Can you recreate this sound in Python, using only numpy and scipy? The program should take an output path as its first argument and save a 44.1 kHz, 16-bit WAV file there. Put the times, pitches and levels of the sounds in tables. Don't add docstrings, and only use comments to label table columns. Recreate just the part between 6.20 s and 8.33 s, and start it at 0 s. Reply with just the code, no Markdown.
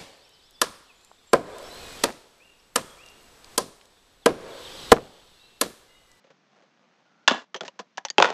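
import sys
import numpy as np
from scipy import signal
from scipy.fft import rfft, irfft, next_fast_len
from scipy.io import wavfile
from scipy.ndimage import uniform_filter1d

SR = 44100
rng = np.random.default_rng(int(sys.argv[2]) if len(sys.argv) > 2 else 0)


def unload_wav(signal):
    wavfile.write(
        sys.argv[1],
        SR,
        np.round(np.clip(np.atleast_2d(signal).T, -1, 1) * 32767).astype(np.int16),
    )


N = 94065


def amp(db):
    return 10 ** (np.asarray(db) / 20)


def unit(x):
    return x / np.sqrt(np.mean(x ** 2) + 1e-20)


def along(points, hz):
    f, v = np.transpose(points)
    return np.interp(np.log(hz + 1), np.log(f + 1), v)


def envelope(rows):
    return amp(np.interp(np.arange(N) / SR, *np.transpose(rows)))


def filtered(x, response):
    size = next_fast_len(N + SR // 2)
    return irfft(rfft(x, size) * response(np.fft.rfftfreq(size, 1 / SR)), size)[:N]


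def minimum_phase(gain):
    cepstrum = irfft(np.log(np.maximum(gain, 1e-6)))
    cepstrum[1:len(cepstrum) // 2] *= 2
    cepstrum[len(cepstrum) // 2 + 1:] = 0
    return np.exp(rfft(cepstrum))


# (frequency [Hz], level [dB])
AIR_SPECTRUM = [(100, -38), (135, -2.5), (190, 4), (420, -9), (1700, -9), (6300, -19.5), (9000, -44.5)]
# (time [s], level [dB])
AIR_ENVELOPE = [(1.05, -67), (1.29, -73.5), (1.5, -68)]
def room_noise():
    noise = filtered(rng.standard_normal(N), lambda hz: amp(along(AIR_SPECTRUM, hz)))
    return unit(noise) * envelope(AIR_ENVELOPE)


# (frequency [Hz], level [dB])
CARD_SPECTRUM = [(100, -34.5), (170, -13.5), (400, -7), (900, -1), (1400, -2.5), (3000, -5.5), (4500, -9.5),
                 (6500, -12.5), (7600, -21.5), (8700, -41.5)]
def snap(t60, level_db, bass_db, treble_db, *flap_hz, size=4096):
    t, hz = np.arange(size) / SR, np.fft.rfftfreq(size, 1 / SR)
    burst = rfft(rng.standard_normal(size) * amp(-60 * t / t60))
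    burst /= 1
    ripple = np.sqrt(np.abs(uniform_filter1d(np.abs(burst) ** 2, size=21)))
    tilt_db = along([(400, bass_db), (950, 0), (1600, 0.0086), (4800, treble_db)], hz)
    peaks = 0
    for centre in flap_hz:
        half_width_hz = 21.3 + 0.022 * centre
        peaks += 1 / (1 + ((hz - centre) / half_width_hz) ** 2)
    flap = np.sqrt(1 + amp(14.5) ** 2 * peaks)
    card = minimum_phase(amp(along(CARD_SPECTRUM, hz) + tilt_db) * flap / ripple)
    group_delay_s = 0.005 / (1 + (hz / 436) ** 2) ** 2
    dispersion = np.exp(-2j * np.pi * np.cumsum(group_delay_s) * hz[1])
    fade = np.cos(np.pi / 2 * t / t[-1]) ** 2
    return irfft(burst * dispersion * card) * fade * amp(level_db)


def snaps(rows):
    track = np.zeros(N + SR)
    for onset, *shape in rows:
        one = snap(*shape)
        track[round(onset * SR):][:len(one)] += one
    return track[:N]


# (time [s], level [dB])
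TOUCHES = [(.042, -22), (0.068, -25), (0.103, -17.5), (0.423, -23), (.626, -31.5), (1.555, -29.5)]
def taps(t60=0.1, bass_db=8, treble_db=-2.5, flap_hz=537):
    return snaps([(onset, t60, db, bass_db, treble_db, flap_hz) for onset, db in TOUCHES])


# (frequency [Hz], level [dB])
SLIP_SPECTRUM = [(120, -16.5), (220, -2), (700, 5.5), (6500, -18), (8500, -34.5)]
def slips(per_s):
    clicks = (rng.random(N) < per_s / SR) * rng.standard_normal(N)
    return unit(filtered(clicks, lambda hz: minimum_phase(amp(along(SLIP_SPECTRUM, hz)))))


# (time [s], level [dB])
RUB_ENVELOPE = [(.28, -72), (.39, -61), (.46, -70), (.77, -67.5), (1.38, -75), (1.44, -52.5), (1.487, -63),
                (1.51, -74.5), (1.9, -75.5)]
def rubbing():
    return slips(per_s=1600) * envelope(RUB_ENVELOPE)


def squeak(start_s=0.86, pitch_hz=1410, width_hz=110, level_db=-70):
    t = np.arange(N) / SR
    tone = filtered(rng.standard_normal(N), lambda hz: np.exp(-((hz - pitch_hz) / width_hz) ** 2))
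    strained = (t > start_s) & (t < FRACTURES[0][0])
    return unit(tone) * amp(level_db) * uniform_filter1d(1.0 * strained, size=900)


# (time [s], burst T60 [s], level [dB], bass [dB], treble [dB],
# low flap resonance [Hz], middle flap resonance [Hz], high flap resonance [Hz])
FRACTURES = [(1.0775, 0.035, 16.66, -4.5, 7.5, 1430, 2795, 3433),
             (1.0814, 0.011, 18.3, -3.5, 5.5, 855, 1026, 1700),
             (1.0966, 0.0045, 6.1, -17, -1, 1030, 2930, 4210),
             (1.1094, 0.023, 8.5, 8.5, -2.5, 218, 1170, 2940), (1.1118, 0.0068, 4, 10, -13, 307, 586, 755),
             (1.120, 0.0083, 3.37, 5, 2, 658, 903, 3736), (1.9826, 0.011, 19.96, -3.5, -3, 856, 2655, 3210),
             (1.9837, 0.0089, 10.8, 11.5, -15.5, 314, 395, 653),
             (2.0011, .012, 18.4, 3, -5, 546, 710, 1030), (2.0241, 0.018, 18, 3, 1.5, 1426, 2504, 3500),
             (2.0255, .011, 19.2, -3, -2, 466.5, 915, 1014),
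             (2.0451, 0.013, 13.4, 5.5, -3, 528, 1410, 1874), (2.103, 0.013, 2.3, 5.5, 2.5, 417, 623, 800)]
def cracks():
    return snaps(FRACTURES)


def fibres(relative_db=-46.5, t60=0.3):
    t = np.arange(N) / SR
    power = 0
    for onset, _, db, *_ in FRACTURES:
        power += (t > onset) * amp(db + relative_db - 60 * np.abs(t - onset) / t60) ** 2
    return slips(per_s=450) * np.sqrt(power)


# (frequency [Hz], level [dB], T60 [s])
BOX_MODES = [(183, 4, 0.14), (312, -0.5, 0.1), (373, -9.5, 0.23), (534, -4, 0.22), (1400, -4, 0.25),
             (1990, -6.5, 0.23), (2445, -2, 0.12)]
def box(x):
    def modes(hz):
        total = 0
        for k, (mode_hz, db, t60) in enumerate(BOX_MODES):
            damping = 1j * hz * np.log(1000) / (np.pi * t60)
            total += (-1) ** k * amp(db) * damping / (mode_hz ** 2 - hz ** 2 + damping)
        return total
    return filtered(x, modes)


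# (frequency [Hz], T60 [s])
ROOM_DECAY = [(200, 0.23), (7000, 0.34)]
# (frequency [Hz], level [dB])
ROOM_SPECTRUM = [(800, 2), (3000, -4.5), (7000, -7)]
def room(x):
    hz, t, noise = signal.stft(rng.standard_normal(SR // 2), SR, nperseg=256)
    decay = amp(-60 * t / along(ROOM_DECAY, hz)[:, None])
    _, response = signal.istft(noise * decay, SR, nperseg=256)
    tail = signal.fftconvolve(x, response / np.linalg.norm(response))[:N]
    return filtered(tail, lambda f: amp(along(ROOM_SPECTRUM, f)))


def suppressor(x, threshold_db=-44.5, slope=1.57, depth_db=22.5):
    level_db = 10 * np.log10(np.abs(uniform_filter1d(x ** 2, size=700)) + 1e-12)
    return x * amp(np.clip(slope * (level_db - threshold_db), -depth_db, 0))


# (time [s], burst T60 [s], level [dB], bass [dB], treble [dB],
# low flap resonance [Hz], middle flap resonance [Hz], high flap resonance [Hz])
PERFORATIONS = [(1.3442, 0.031, -2, 2.5, 5, 1244, 1770, 3155), (1.3500, 0.052, -6, 10.5, -4, 380, 558, 960),
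                (1.361, 0.052, -5.5, 4, 1.5, 532, 3155, 6020),
                (1.4085, 0.014, -1.5, -1, 4.5, 723, 1392, 3370),
                (1.412, 0.066, -6, 10.5, -1, 210.5, 493, 650), (1.433, .022, -9.5, 10, 1, 403, 630, 795),
                (1.450, 0.19, -9, 8, 8, 187, 626, 1802), (1.480, 0.023, -7, 0, 8, 551, 986, 2850),
                (1.5912, .06, -7, 9, 8, 198, 1070, 1714), (1.5947, 0.059, -2.5, 4.5, 1, 462, 707, 1014),
                (1.7735, 0.026, -13, -3, 11.5, 642, 2860, 5910),
                (1.7797, 0.025, 1.5, 2.5, 1, 754, 980, 1700), (1.8508, 0.02, 3, -5, 5.5, 543, 903, 6020),
                (1.854, .06, -9.5, -13, 6.5, 826, 1930, 2980),
                (1.885, 0.019, -16, -30, 9, 1800, 3420, 4400),
                (1.9016, 0.02, -7, 6, 15.5, 1824, 4660, 6710)]
def crackles():
    return snaps(PERFORATIONS)


def scene():
    loud, small = cracks(), crackles()
    ring = box(amp(-12.5) * loud + amp(-9) * small)
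    tail = room(amp(-6.5) * loud + amp(-11.5) * small)
    decay = suppressor(ring + tail + fibres())
    return (loud + small + decay + taps() + rubbing() + squeak() + room_noise())[None]


def record(dry):
    ceiling, hardness, top_hz = 0.97, 8, 8900
    x = signal.sosfilt(signal.butter(2, 100, 'high', fs=SR, output='sos'), dry[0])
    clipped = x / (1 + np.abs(x / ceiling) ** hardness) ** (1 / hardness)
    return filtered(clipped, lambda hz: 1 / np.sqrt(1 + (hz / top_hz) ** 60))[None]


dry = scene()
out = record(dry)
unload_wav(out)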